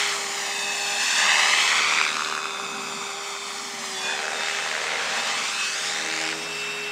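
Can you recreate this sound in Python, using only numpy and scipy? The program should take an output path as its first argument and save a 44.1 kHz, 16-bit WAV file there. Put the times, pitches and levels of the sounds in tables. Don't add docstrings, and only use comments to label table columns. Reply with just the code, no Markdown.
import sys
import numpy as np
from scipy import signal
from scipy.io import wavfile
from scipy.ndimage import uniform_filter1d, map_coordinates

SR = 44100
rng = np.random.default_rng(int(sys.argv[2]) if len(sys.argv) > 2 else 0)


def int16_out(signal):
    q = np.round(np.clip(np.atleast_2d(signal).T, -1, 1) * 32767)
    wavfile.write(sys.argv[1], SR, q.astype(np.int16))


def attenuation_scalar(level_db):
    decades = np.asarray(level_db, float) / 20
    return 10 ** decades


N = 304731
T_S = np.arange(N) / SR

# time_s, shaft_hz
MOTOR = [(0, 261.5), (.2, 257.5), (.46, 257), (.65, 259.3), (1.05, 261.9), (1.75, 258.5), (2.15, 254.3),
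         (2.55, 254.5), (3, 256.5), (3.72, 257.6), (4.01, 244.3), (4.27, 258.5), (4.4, 260.8),
         (4.95, 259.9), (5.25, 261), (5.65, 258.2), (6.05, 263.7), (6.91, 267.2)]
# time_s, slap_share_0_1, lead_passes, pitch_hz, crispness_db
SLAP = [(0, .11, .05, 2100, -2), (1.12, .06, -.1, 2090, -4), (1.27, .34, -.1, 2060, -6),
        (1.72, .14, -.35, 2050, 0), (1.87, .27, -.45, 2150, -4), (2.07, .42, -.32, 2200, 0),
        (2.12, .56, -.28, 1320, 0), (2.45, .48, -.28, 1290, -2), (2.85, .17, -.28, 1260, -4),
        (4.02, .08, -.45, 1580, -4), (4.25, .52, -.4, 1710, -5), (4.55, .26, -.46, 2000, -4),
        (4.77, .38, -.4, 1900, -5), (5.15, .06, -.6, 2050, -3), (5.7, .05, -.3, 2000, 0),
        (6.02, .27, -.17, 1900, 6), (6.32, .46, -.32, 2300, 6), (6.35, .06, -.32, 2440, 0)]
# time_s, level_db, bite (deepens), disc_edge_to_mic (sharpens)
SWISH = [(0, -22.5, -1.2, -0.2), (.15, -31, 0.13, 0.26), (.8, -31, -0.2, .2), (1.15, -23.5, -0.43, 0.43),
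         (1.27, -21, 0.46, 0.33), (1.99, -22, -0.14, -0.14), (2.12, -27.5, -0.14, 0.078),
         (2.65, -35, 0.17, -0.12), (3.93, -35.5, -.1, 0.28), (4.1, -29, 0.064, 0.12),
         (4.33, -31, 0.48, 0.2), (4.5, -28, -.2, -0.11), (4.78, -29.5, 0.24, 0.033),
         (4.92, -27, 0.4, -0.39), (5.68, -30, -0.72, 0.14), (6.31, -28, -0.15, 0.032),
         (6.36, -34, -0.074, -0.11), (6.91, -33, -0.43, -0.77)]
# freq_hz, density_db_per_hz
SWISH_COLOUR = [(250, -28), (450, -4.5), (700, -6.5), (1400, -1.5), (2400, -3), (4000, -5), (7500, -8),
                (9000, -16), (10500, -27), (13000, -30.5), (15700, -34)]
# time_s, distance_m
RANGE = [(0, 24), (1.6, 20), (1.75, 27), (3, 35), (4.3, 32), (5.5, 36), (6.1, 33), (6.91, 32)]
# middle_s, length_s, level_db
PINION = [(.08, .25, -42), (0.83, 0.64, -33.5), (1.513, 0.46, -30.5), (2.55, 0.92, -42),
          (4.092, .12, -32.5), (4.2, .16, -41), (4.493, 0.43, -39), (5.3, 0.71, -41.5), (5.637, 0.21, -34),
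          (6.1, 0.5, -44), (6.45, .3, -47), (6.78, 0.54, -34.5)]
POLES = [(.62, 0.26, -38), (1, 0.28, -40), (1.25, 0.19, -34), (1.62, .14, -36), (2.45, 0.44, -40.5),
         (3.2, 1.0, -45.5), (4.0, .1, -37.5), (4.1, .11, -32), (4.4, .13, -38.5), (4.7, 0.41, -45),
         (5.27, 0.14, -42), (5.6, .12, -39.5), (5.9, 0.27, -39.5), (6.55, 0.88, -44)]
SLOTS = [
    (.25, 0.65, -42),
    (1.05, 0.71, -39),
    (2.85, 0.61, -49),
    (5.35, 0.23, -49),
    (6.7, .5, -60),
]
POLES_TWICE = [
    (.22, .55, -48),
    (.75, .25, -46),
    (1.55, 0.27, -51),
    (3.2, 0.94, -46),
    (4.08, .1, -43),
    (4.6, .5, -51),
    (5.2, .3, -66),
    (5.9, .25, -60),
    (6.65, 0.35, -49),
]
HIDDEN_DB = [-51, -53, -60, -60]
# motor_multiple, level_db
FAINT = [(6.78, -56), (8.83, -53), (20, -54.5), (40, -73)]
# time_s, blade_hum_db, overtones_db
TAIL_WORK = [(0, -42.5, -41.5), (.9, -46, -38), (1.12, -52, -43), (1.3, -50, -31), (1.55, -49.5, -39.5),
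             (2, -47, -57), (2.6, -44, -44.5), (3, -43.5, -45.5), (3.65, -47.5, -45.5), (4.1, -44.5, -39.5),
             (4.6, -45, -44), (4.9, -51.5, -52), (5.3, -58, -36), (5.7, -50.5, -49), (6.1, -45.5, -41.5),
             (6.4, -43, -56), (6.91, -40, -55)]
# tail_shaft_multiple, relative_db
TAIL_TONES = [(1, -20.5), (3, -12.5), (4, -4), (6, -9.5), (8, -18)]
# middle_s, length_s, low_thump_db, fourth_overtone_db, loaded_thump_db
PULLS = [
    (.3, 0.81, -62, -60, -53.5),
    (.9, 0.36, -61, -64, -53),
    (2.053, 0.72, -57.5, -53.5, -49.5),
    (2.9, 1, -74, -66, -51.5),
    (4.25, 0.4, -63, -76, -43.5),
    (5, 0.79, -58, -71, -44.5),
    (5.954, 0.43, -59, -60, -48),
    (6.24, 0.44, -54.5, -44, -47),
    (6.65, 0.68, -54, -60.5, -75),
]
COASTING_DB = [-66.5, -69.5, -65]
# blade_multiple, relative_db
THUMP_LOW = [(1, -16), (2, 0), (3, -2)]
THUMP_LOADED = [(6, -4.5), (7, -5.5), (8, -3.5), (9, -7), (10, -1), (12, -6.5)]
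# time_s, delay_ms, echo_share_0_1
GROUND = [(0, .93, .3), (.3, .96, .45), (.7, 1.105, .7), (.95, 1.155, .65), (1.15, 1.13, .7),
          (1.7, .915, .5), (2.25, .77, .42), (2.5, .81, .6), (3.1, .862, .68), (3.7, .93, .55),
          (3.9, .98, .45), (4.1, 1.155, .62), (4.3, 1.3, .15), (4.8, 1.5, .08), (5.5, .8, .33),
          (5.7, .665, .6), (6.3, .375, .5), (6.91, .39, .7)]
# time_s, delay_ms
HOUSING = [(0, 1.06), (1.1, 1.062), (2.25, 1.092), (3, 1.055), (3.6, 1.005), (4.65, .922), (5.4, .928),
           (5.9, .995), (6.91, 1.145)]
# middle_s, length_s, level_db
GUSTS = [
    (0.993, 0.46, -49),
    (2.087, 0.65, -47),
    (2.856, 0.41, -41),
    (3.9, 0.57, -46),
    (4.5, .4, -65),
    (5.333, 0.47, -44),
]
# freq_hz, density_db_per_hz
BREEZE_COLOUR = [(20, -52), (55, -38), (100, -20), (160, -10.5), (230, 1), (300, -5.5), (350, -37),
                 (520, -49)]
# freq_hz, density_db_per_hz
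HISS_COLOUR = [(300, -4), (3000, -9), (9000, 7), (12000, -8), (15700, -13)]

BLADE_PER_TURN, TAIL_PER_TURN = .3014, .7768
INERTIA_S = .06
SQUARENESS = 3.5
BODY_LAG, HISS_LAG, TOP_LAG = 0.63, 0.36, 1
BITE_DB, EDGE_DB, EDGE_TOP_DB = 10.0, 10.0, 3.0
AIR_LOSS_DB_PER_M = .45
BLADE_MISMATCH_DB = .8
GRAZING_MS, STEEP_MS, TURF_HZ = .55, .8, 2900
CALM_DB, HISS_DB = -50, -59


def evened(x):
    return x / np.sqrt(np.mean(x ** 2) + 1e-20)


def curves(rows, t_s=T_S):
    s, *columns = np.transpose(rows)
    return [np.interp(t_s, s, c) for c in columns]


def swells(rest_db, rows):
    middle_s, length_s, *columns = np.transpose(rows)
    coarse_s = T_S[::64]
    shape = np.exp(-abs(2 * (coarse_s[:, None] - middle_s) / length_s) ** SQUARENESS)
    power = [attenuation_scalar(2 * rest) + shape @ attenuation_scalar(2 * db) for rest, db in zip(rest_db, columns)]
    return [np.interp(T_S, coarse_s, 10 * np.log10(p)) for p in power]


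def read(points, hz):
    f, value = np.transpose(points)
    return np.interp(np.log(hz + 1), np.log(f + 1), value)


def drift(seconds):
    knots = signal.convolve(rng.standard_normal(9000), signal.windows.hann(7), "same")
    return evened(np.interp(T_S / seconds, np.arange(9000) / 2, knots))


def butter(x, order, hz, kind):
    return signal.sosfilt(signal.butter(order, hz, kind, fs=SR, output="sos"), x)


def butter_in_phase(x, hz, kind):
    return signal.sosfiltfilt(signal.butter(2, hz, kind, fs=SR, output="sos"), x)


def noise(shape_db, size, patchy_db):
    hop = size // 4
    s = np.arange(N // hop + 6) * hop / SR
    hz = np.fft.rfftfreq(size, 1 / SR)[:, None]
    real, imag, patches = rng.standard_normal((len(s), len(hz), 3)).T
    patches = uniform_filter1d(patches, size=9, axis=0)
    patches = evened(uniform_filter1d(patches, size=11, axis=1))
    z = (real + 1j * imag) * attenuation_scalar(shape_db(hz, s) + patchy_db * patches)
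    return signal.istft(z, nperseg=size, noverlap=size - hop)[1][:N]


def tone(turns, db, waver_db, smear_turns):
    wobble = smear_turns * drift(0.027) + rng.random()
    level = np.sqrt(2) * attenuation_scalar(db + waver_db * drift(.04))
    return level * np.cos(2 * np.pi * (turns + wobble))


def late(x, delay_ms):
    return map_coordinates(x, [np.arange(N) - delay_ms * SR / 1000], order=3)


def swish_colour(hz, s):
    level_db, bite, edge = curves(SWISH, s)
    body_db = BITE_DB * bite - BODY_LAG * level_db
    hiss_db = EDGE_DB * edge - HISS_LAG * level_db
    top_db = EDGE_TOP_DB * edge - TOP_LAG * level_db - AIR_LOSS_DB_PER_M * curves(RANGE, s)[0]
    body = 1 / (1 + (hz / 1000) ** 4)
    top = 1 / (1 + (10000 / (hz + 1)) ** 12)
    hiss = (1 - top) / (1 + (4200 / (hz + 1)) ** 6)
    tilt_db = sum(part * (db - db.mean())
                  for part, db in ((body, body_db), (hiss, hiss_db), (top, top_db)))
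    return read(SWISH_COLOUR, hz) + tilt_db


def wake(hz, s):
    return np.exp(-(np.log2((hz + 1) / curves(SLAP, s)[2]) / .36) ** 2)


def air_colour(hz, s):
    return swish_colour(hz, s) + 11 * curves(SLAP, s)[0] * wake(hz, s)


def slap_colour(hz, s):
    crisp_db = curves(SLAP, s)[3] / (1 + (3500 / (hz + 1)) ** 4)
    soften_db = 5 / (1 + (7000 / (hz + 1)) ** 4)
    return swish_colour(hz, s) + 4 * wake(hz, s) + crisp_db - soften_db


def levelled(x):
    return x / np.sqrt(uniform_filter1d(butter(x, 2, [890, 4300], "band") ** 2, size=7000))


def blades(turns):
    air = levelled(noise(air_colour, size=512, patchy_db=-0.99))
    slap_air = levelled(noise(slap_colour, size=512, patchy_db=1.2))
    share, lead, slap_hz, crisp_db = curves(SLAP)
    share = np.clip(share, 0, .9)

    passes = BLADE_PER_TURN * turns + lead + 0.023 * drift(0.0067)
    index = np.round(passes).astype(int)
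    place = passes - index
    chance_db = 1.1 * np.clip(rng.standard_normal(2000), -3, 1.2)
    mismatch_db = BLADE_MISMATCH_DB * (-1) ** np.arange(2000)
    strength = attenuation_scalar(chance_db + mismatch_db)[index + 5]

    burst = evened(strength * (np.exp(-(place / .085) ** 2) + .15 * np.exp(-(place / .2) ** 2)))
    front = strength * np.exp(-(place / 0.013) ** 2)
    crack = evened(butter(front, 2, [1030, 7700], "band"))
    detune = 1 + .1 * rng.standard_normal(2000)[index]
    pass_hz = BLADE_PER_TURN * curves(MOTOR)[0]
    ring = np.cos(2 * np.pi * place * detune * slap_hz / pass_hz)

    flutter = attenuation_scalar(0.33 * drift(.002) + 0.57 * drift(0.055))
    swish = air * evened(flutter)
    slap = burst * (.85 * slap_air + .7 * ring) + .2 * attenuation_scalar(crisp_db) * crack
    torn = np.sqrt(1 - share) * swish + np.sqrt(share) * slap
    return attenuation_scalar(curves(SWISH)[0] + 0.29) * butter(torn, 2, [386, 20000], "band")


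def whine(turns):
    tables = (PINION, POLES, SLOTS, POLES_TWICE)
    levels_db = [swells([rest], rows)[0] for rest, rows in zip(HIDDEN_DB, tables)]
    strong = sum(tone(k * turns, db, 1.2, .04) for k, db in zip((10, 14, 27, 28), levels_db))
    return strong + sum(tone(k * turns, db, 2.2, .06) for k, db in FAINT)


def hum(turns):
    tail_db, over_db = curves(TAIL_WORK)
    low_db, fourth_db, loaded_db = swells(COASTING_DB, PULLS)
    tail, blade = TAIL_PER_TURN * turns, BLADE_PER_TURN * turns
    out = tone(2 * tail, tail_db, .9, .03)
    out += sum(tone(k * tail, over_db + db, 2.4, 0.012) for k, db in TAIL_TONES)
    out += sum(tone(k * blade, low_db + db, 1.1, 0.034) for k, db in THUMP_LOW)
    out += tone(4 * blade, fourth_db, 1.5, .03)
    out += sum(tone(k * blade, loaded_db + db, 2.8, 0.016) for k, db in THUMP_LOADED)
    return out


def field(x):
    delay_ms, share = curves(GROUND)
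    dull = butter(x, 1, 5500, "low")
    low = butter_in_phase(dull, TURF_HZ, "low")
    swallowed = np.clip((STEEP_MS - delay_ms) / (STEEP_MS - GRAZING_MS), 0, 1)
    shiver_ms = .013 * drift(.006)
    echo = late(dull - swallowed * low, delay_ms + shiver_ms - .026)
    return (x + share * echo) / np.sqrt(1 + share ** 2)


def breeze():
    low = noise(lambda hz, s: read(BREEZE_COLOUR, hz), size=2048, patchy_db=1.5)
    hiss = noise(lambda hz, s: read(HISS_COLOUR, hz), size=512, patchy_db=.6)
    gust_db = swells([CALM_DB], GUSTS)[0] - 5.0
    return attenuation_scalar(gust_db) * evened(low) + attenuation_scalar(HISS_DB) * evened(hiss)


def scene():
    shaft_hz = uniform_filter1d(curves(MOTOR)[0], size=round(INERTIA_S * SR))
    turns = np.cumsum(shaft_hz) / SR
    mix = field(blades(turns)) + whine(turns) + hum(turns) + breeze()
    return np.array([mix, mix])


def band_limit(x):
    return signal.sosfilt(signal.butter(12, 15770, fs=SR, output="sos"), x)


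def record(dry):
    short_waves = butter_in_phase(dry[0], [9200, 12600], "band")
    glint = late(short_waves, curves(HOUSING)[0])
    heard = butter(dry + .45 * glint, 2, 40, "high")
    edge = signal.firwin(511, 15750, window=("kaiser", 9), fs=SR)
    mix = signal.oaconvolve(heard, edge[None], "same")
    return band_limit(mix)


dry = scene()
out = record(dry)
int16_out(out)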